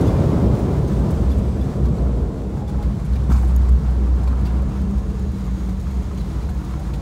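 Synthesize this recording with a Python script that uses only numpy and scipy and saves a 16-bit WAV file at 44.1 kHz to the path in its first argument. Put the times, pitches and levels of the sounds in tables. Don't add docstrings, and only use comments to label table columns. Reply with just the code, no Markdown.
import sys
import numpy as np
from scipy import signal
from scipy.fft import rfft, irfft, next_fast_len
from scipy.io import wavfile
from scipy.ndimage import uniform_filter1d

SR = 44100
rng = np.random.default_rng(int(sys.argv[2]) if len(sys.argv) > 2 else 0)


def store_wav(level_fs):
    pcm = np.round(np.clip(np.atleast_2d(level_fs), -1, 1) * 32767)
    wavfile.write(sys.argv[1], SR, pcm.T.astype(np.int16))


def magnitude_from_level(level_db):
    exponent = np.asarray(level_db, float) / 20
    return 10 ** exponent


N = 309141

BUMP_S = 3.2932
CLATTER_S = 0.1


def rms_one(x):
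    return x / np.sqrt(np.mean(x ** 2) + 1e-20)


def in_time(rows):
    s, *columns = np.transpose(rows)
    return [np.interp(np.arange(N) / SR, s, c) for c in columns]


def drift(corner_hz):
    r = np.exp(-80 * np.pi * corner_hz / SR)
    noise = rng.standard_normal(N // 40 + 2002)
    slow = signal.lfilter([1], [1, -2 * r, r * r], noise)[2000:]
    return np.interp(np.arange(N) / 40, np.arange(len(slow)), rms_one(slow - slow.mean()))


def coloured(spectrum):
    size = next_fast_len(N)
    hz = np.maximum(np.arange(size // 2 + 1) * SR / size, 1)
    points = np.array(spectrum)
    db = np.interp(np.log(hz), np.log(points[:, 0]), points[:, 1], left=-90, right=-90)
    return rms_one(irfft(rfft(rng.standard_normal(size)) * magnitude_from_level(db), size)[:N])


def patchy(spectrum):
    flicker_db = 2.2
    whole = rfft(coloured(spectrum))
    octave = np.log2(np.arange(1, N // 2 + 2) * SR / N)
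    group = np.round(3 * octave).astype(int) % 6
    return sum(magnitude_from_level(flicker_db * drift(25.0)) * irfft(whole * (group == k), N) for k in range(6))


def ring(clicks, hz, t60_s):
    r = magnitude_from_level(-60 / (t60_s * SR))
    w = 2 * np.pi * hz / SR
    return signal.lfilter([0, np.sin(w)], [1, -2 * r * np.cos(w), r * r], clicks + 1e-18)


def decaying(clicks, decay_s):
    return signal.lfilter([1], [1, -np.exp(-1 / (decay_s * SR))], clicks + 1e-18)


def click(s, db):
    x = np.zeros(N)
    x[round(s * SR)] = magnitude_from_level(db)
    return x


def wavering(hz, db, waver_hz, corner_hz, flutter_db):
    phase = 2 * np.pi * np.cumsum(hz + waver_hz * drift(corner_hz)) / SR
    return np.sqrt(2) * magnitude_from_level(db + flutter_db * drift(corner_hz)) * np.sin(phase)


def ping(s, db, hz, t60_s):
    contact_s = 0.0023
    t = np.arange(SR // 50) / SR
    push = rng.exponential(1, len(t)) * np.exp(-t / contact_s)
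    contact, i = np.zeros(N), round(s * SR)
    contact[i:i + len(t)] = 2 * magnitude_from_level(db) * push / push.sum() * np.cos(2 * np.pi * hz * t)
    return ring(contact, hz, t60_s)


def roar(roar_db):
    # hz, relative_db_per_hz
    roar_spectrum = [(100, -8.5), (200, 0.5), (300, -2), (450, -5.5), (624, -11.5), (775, -18),
                     (1040, -22.5), (1800, -46), (4000, -49)]
    return magnitude_from_level(roar_db + 0.9 * drift(7.8)) * coloured(roar_spectrum)


def wheels(rumble_db):
    # hz, relative_db_per_hz
    rumble_spectrum = [(24, -34), (36, -22), (48, -7), (80, -4), (130, -3.5), (170, -5.5), (230, -14.5),
                       (400, -46)]
    return magnitude_from_level(rumble_db + 1.0 * drift(4.6)) * coloured(rumble_spectrum)


def boom():
    # time_s, level_db
    boom_level = [(0, -34), (.47, -22.5), (.94, -24.5), (1.23, -17.5), (1.7, -23.5), (2.25, -18.5),
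                  (2.45, -28), (2.89, -17.5), (3.05, -27.5), (3.12, -15.5), (3.26, -23), (3.31, -12.5),
                  (3.39, -14.5), (3.71, -12), (3.84, -20), (3.9, -16), (4.46, -18.5), (4.53, -21.5),
                  (4.62, -21), (6.3, -23), (7.01, -24)]
    width_hz, evenness = 9.7, 0.56
    drone_hz, sag_hz_per_s = 63.03, 1.74
    rise_s, end_s, fall_s = 0.45, 4.35, 0.4
    t = np.arange(N) / SR
    t60_s = np.log(1000) / (np.pi * width_hz)
    shaken = 0
    for mode_hz in (57.7, 67.94):
        mode = ring(ring(rng.standard_normal(N), mode_hz, t60_s), mode_hz, t60_s)
        swing = np.sqrt(uniform_filter1d(mode ** 2, size=2400))
        shaken = shaken + rms_one(mode / swing ** evenness) / np.sqrt(2)
    hz = drone_hz - sag_hz_per_s * np.clip(t - BUMP_S, 0, end_s - BUMP_S)
    phase = 2 * np.pi * np.cumsum(hz + 0.87 * drift(10.8)) / SR
    drone = np.sqrt(2) * np.sin(phase - phase[round(BUMP_S * SR)])
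    rise = 1 + (t - BUMP_S) / rise_s
    fall = 1 - (t - end_s) / fall_s
    share = np.clip(np.minimum(rise, fall), 0.12, 0.93)
    level = magnitude_from_level(in_time(boom_level)[0] + 1.27 * drift(7.0))
    return level * (np.sqrt(share) * drone + np.sqrt(1 - share) * shaken)


def thud():
    first = ring(click(BUMP_S, -7), 169, 0.049)
    second = ring(click(BUMP_S + 0.0165, -11.5), 266, 0.029)
    return signal.sosfilt(signal.butter(2, 900.0, fs=SR, output="sos"), first + second)


def hum():
    # time_s, pitch_hz, level_db
    hum_curve = [(0, 203.1, -36), (1.2, 200.7, -31), (2.4, 199.7, -35.5), (3.5, 207.1, -33.5),
                 (4.6, 199, -34), (4.75, 197.3, -29.5), (5.7, 192, -29.5), (6.2, 193, -36),
                 (7.01, 190.3, -41)]
    return wavering(*in_time(hum_curve), waver_hz=3.5, corner_hz=10.7, flutter_db=3.0)


def rattles():
    # start_s, treble_level_db, dull_part_relative_db
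    rattle_rows = [(0.008, -37, -1), (0.07, -42, -4), (0.5894, -47, -6), (0.877, -46, -11),
                   (0.9094, -49, -9), (1.1035, -43, -9), (1.2994, -49, 6), (1.38, -45, -9), (1.853, -47, 5),
                   (2.677, -47, 2), (2.692, -49, 2), (2.824, -46, 8), (3.0458, -46, -1), (3.127, -50, 9),
                   (3.1542, -49, 9), (3.298, -47, -2), (3.318, -44, -4), (3.3754, -53, 1), (3.392, -59, -2),
                   (3.4755, -52, -13), (3.6836, -48, 8), (3.72, -50, 1), (4.2314, -45, -1),
                   (4.2734, -47.5, 9), (4.452, -46, 7), (4.4654, -52, 8), (4.812, -51, -6),
                   (4.9785, -48, -1), (5.4455, -47, -10), (5.7957, -47, -2), (5.9045, -49, 8),
                   (6.1739, -45, 2), (6.205, -51, 9), (6.4912, -45, 1), (6.6413, -49, -8),
                   (6.792, -47.5, -4), (6.9347, -46, 9.5)]
    decay_s, faint_per_s = 0.011, 3.0
    grit = magnitude_from_level(1.5 * np.minimum(rng.exponential(1, N // 30 + 1), 4)).repeat(30)[:N]
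    bright = rms_one(grit * patchy([(4500, -9), (7000, 2.0), (11000, -5.0), (16000, -7)]))
    dull = rms_one(grit * patchy([(550, -6), (800, -1), (1500, 8.0), (1900, 2), (2280, 7.5),
                                  (2900, -0.5), (4200, 5.5), (6500, -12)]))
    bursts = [(*row, decay_s) for row in rattle_rows]
    bursts.append((BUMP_S, -44, 2, CLATTER_S))
    faint_s = np.flatnonzero(rng.random(N // 100) < faint_per_s * 100 / SR) * 100 / SR
    for s in faint_s:
        a, b = rng.standard_normal(2)
        bursts.append((s, -56 + a, -7 + 4.0 * b, decay_s))
    out = np.zeros(N)
    for s, db, dull_db, length_s in bursts:
        i = round(s * SR)
        t = np.arange(min(N - i, SR // 3)) / SR / length_s
        shape = magnitude_from_level(db) * (1 - np.exp(-t * 3.2)) * np.exp(-t)
        out[i:i + len(t)] += shape * (bright[i:i + len(t)] + magnitude_from_level(dull_db) * dull[i:i + len(t)])
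    born = rng.random(N) < 25.0 / SR
    ticks = decaying(born * magnitude_from_level(-57.5 + 3.7 * rng.standard_normal(N)), 0.0025)
    return out + ticks * (bright + dull)


def panel():
    # start_s, strength_db, favoured_pitch_hz
    knock_rows = [(3.305, -48, 1320), (3.316, -44, 1500), (3.345, -42, 890), (3.377, -46, 2230),
                  (3.43, -42, 950), (3.69, -42, 1320), (4.214, -48, 1150), (4.274, -38.5, 1083),
                  (4.305, -44, 1200), (4.328, -38, 1200), (5.479, -44, 1100), (5.867, -46, 1320),
                  (6.111, -41.5, 1250), (6.488, -43.5, 1320)]
    # pitch_hz, level_db, t60_s
    panel_modes = [(750, -8, 0.031), (890, -12, 0.022), (1078, -12, 0.027), (1320, -10, 0.021),
                   (1560, -14, 0.018), (2230, -18.5, .018), (2700, -29, 0.018)]
    faint_per_s, off_spot_db_per_octave = 2.5, 18
    faint = (rng.random(N) < faint_per_s / SR) * magnitude_from_level(-52 + 2.0 * rng.standard_normal(N))
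    joint = decaying(click(BUMP_S + 0.004, -46.5), CLATTER_S)
    out = 0
    for hz, mode_db, t60_s in panel_modes:
        blows = faint + sum(click(s, db - off_spot_db_per_octave * abs(np.log2(hz / spot_hz)))
                            for s, db, spot_hz in knock_rows)
        scuffle = joint + decaying(blows, 0.0069)
        out = out + magnitude_from_level(mode_db) * ring(scuffle * rng.standard_normal(N), hz, t60_s)
    return out


def pings():
    # start_s, peak_db, pitch_hz, t60_s
    ping_rows = [(.876, -44, 6400, 0.06), (1.984, -37, 4210, .014), (1.984, -41, 5900, .01),
                 (3.316, -27.5, 750, 0.045), (4.451, -42, 4650, 0.05), (4.460, -44, 4650, .05),
                 (4.472, -39, 2720, .035), (6.175, -48, 4060, .07), (6.182, -46, 4600, .07),
                 (6.198, -41, 4020, .05)]
    return sum(ping(*row) for row in ping_rows)


def latch():
    # start_s, peak_db (before mode level)
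    blows = [(.067, -42), (.078, -41), (1.314, -41.5), (1.610, -42.5), (2.675, -47), (2.692, -51)]
    # pitch_hz, relative_db, t60_s
    latch_modes = [(3450, 1.5, 0.065), (3640, -5, .04), (4900, 2, 0.024), (11330, -7, .08)]
    duller = 1.5
    hardest_db, lowest_hz = blows[1][1], latch_modes[0][0]
    out = 0
    for s, db in blows:
        tilt_db = duller * max(hardest_db - db, 0)
        for hz, mode_db, t60_s in latch_modes:
            out = out + ping(s, db + mode_db - tilt_db * np.log2(hz / lowest_hz), hz, t60_s)
    return out


def snap():
    # pitch_hz, relative_db, t60_s
    snap_modes = [(6620, 3, 0.011), (8900, -2, .006), (10500, -2, 0.005), (11250, -4, .006),
                  (12040, 1, .007), (14100, 5, .005)]
    s, db = 3.5623, -37
    crack = click(s + 0.0004, db - 6) + click(s + 0.0008, db + 2) + click(s + 0.0017, db - 2)
    ringing = sum(magnitude_from_level(mode_db) * ring(crack, hz, t60_s) for hz, mode_db, t60_s in snap_modes)
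    return signal.sosfilt(signal.butter(4, 6000, "high", fs=SR, output="sos"), ringing)


def shudder(shudder_db, shake):
    # hz, relative_db_per_hz
    shudder_spectrum = [(400, -25), (700, -1.5), (1000, 1), (1400, -4.5), (1900, -16.5), (3000, -24.5)]
    return magnitude_from_level(shudder_db + 1.0 * shake) * coloured(shudder_spectrum)


def fittings(shake_db):
    out = np.zeros(N)
    for hz in np.geomspace(260, 12000, 48) * magnitude_from_level(0.296 * rng.standard_normal(48)):
        jolts = (rng.random(N) < 9.0 / SR) * magnitude_from_level(1.5 * rng.standard_normal(N))
        soft = ring(jolts, hz, 0.017)
        out += magnitude_from_level(-8.0 * np.log2(hz / 1000)) * rms_one(ring(soft, hz, 0.13))
    return magnitude_from_level(shake_db - 17) * out


def tones():
    # start_s, end_s, pitch_hz, width_hz, level_db
    tone_rows = [(0, 1.73, 990, 18, -51.5), (4, 5.5, 2735, 18, -70), (2.5, 2.85, 830, 13, -46.5),
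                 (5, 5.28, 428, 14, -41), (5, 7.3, 4040, 110, -67.5), (6.5, 6.56, 1695, 9, -60),
                 (6.5, 6.8, 710, 10, -50.5), (4.5, 7.4, 6650, 200, -66), (5, 8, 11980, 700, -71)]
    out, t = np.zeros(N), np.arange(N) / SR
    for start, end, hz, width_hz, db in tone_rows:
        fade = np.clip(np.minimum(t - start, end - t) / (0.11 * (end - start)), 0, 1)
        narrow = ring(rng.standard_normal(N), hz, np.log(1000) / (np.pi * width_hz))
        out += magnitude_from_level(db + 2.1 * drift(2.7)) * fade * rms_one(narrow)
    return out


def rush(rush_db, shake):
    # hz, relative_db_per_hz
    rush_spectrum = [(1000, -10.5), (1900, 1.5), (2700, -4.5), (3600, -2.5), (5500, -6), (7000, -7.5),
                     (10000, -13), (13000, -19), (16000, -18)]
    return magnitude_from_level(rush_db + 0.91 * shake) * coloured(rush_spectrum)


def whines():
    # start_hz, goal_hz, waver_hz, loudest_s, fade_6_db_s, peak_db
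    whine_rows = [(15450, 13800, 260, .6, .65, -67), (13070, 7070, 90, .95, .4, -74),
                  (10800, 6730, 110, 1.3, .8, -72), (8580, 6350, 160, 1.6, 1.5, -68),
                  (3360, 7860, 60, 4.95, .4, -72)]
    t = np.arange(N) / SR
    spin = np.exp(-t / 4.0)
    out = 0
    for start_hz, goal_hz, waver_hz, s, fade_s, peak_db in whine_rows:
        hz = goal_hz + (start_hz - goal_hz) * spin
        db = peak_db - 6 * ((t - s) / fade_s) ** 2 + 1.6 * drift(3.7)
        out = out + wavering(hz, db, waver_hz, corner_hz=152, flutter_db=0.0)
    return out


def scene():
    # time_s, wheel_rumble_db, thrust_roar_db, panel_shudder_db, air_rush_db
    roll = [(0, -15, -18.5, -36, -45), (1.46, -23, -27.5, -45.5, -50), (1.89, -20, -27.5, -46, -52.5),
            (2.5, -27.5, -31, -49, -55), (3.01, -25, -36, -45.5, -51.5), (4.59, -26.5, -35, -43, -52),
            (5.39, -28, -40, -48, -52), (7.01, -28, -39.5, -45.5, -51)]
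    rumble_db, roar_db, shudder_db, rush_db = in_time(roll)
    shake = drift(6.7)
    ride = roar(roar_db) + wheels(rumble_db) + boom() + thud()
    trim = rattles() + panel() + pings() + latch() + snap() + fittings(shudder_db)
    noise = shudder(shudder_db, shake) + rush(rush_db, shake)
    return (ride + hum() + trim + noise + tones() + whines())[None]


def low_pass(x):
    return signal.sosfilt(signal.butter(12, 16180, fs=SR, output="sos"), x)


def record(dry):
    heard = signal.sosfilt(signal.butter(4, 36.0, "high", fs=SR, output="sos"), dry)
    rounded = 0.9 * np.tanh(heard / 0.9)
    mix = signal.sosfilt(signal.ellip(12, 0.3, 50, 15730, fs=SR, output="sos"), rounded)
    return low_pass(mix)


dry = scene()
out = record(dry)
store_wav(out)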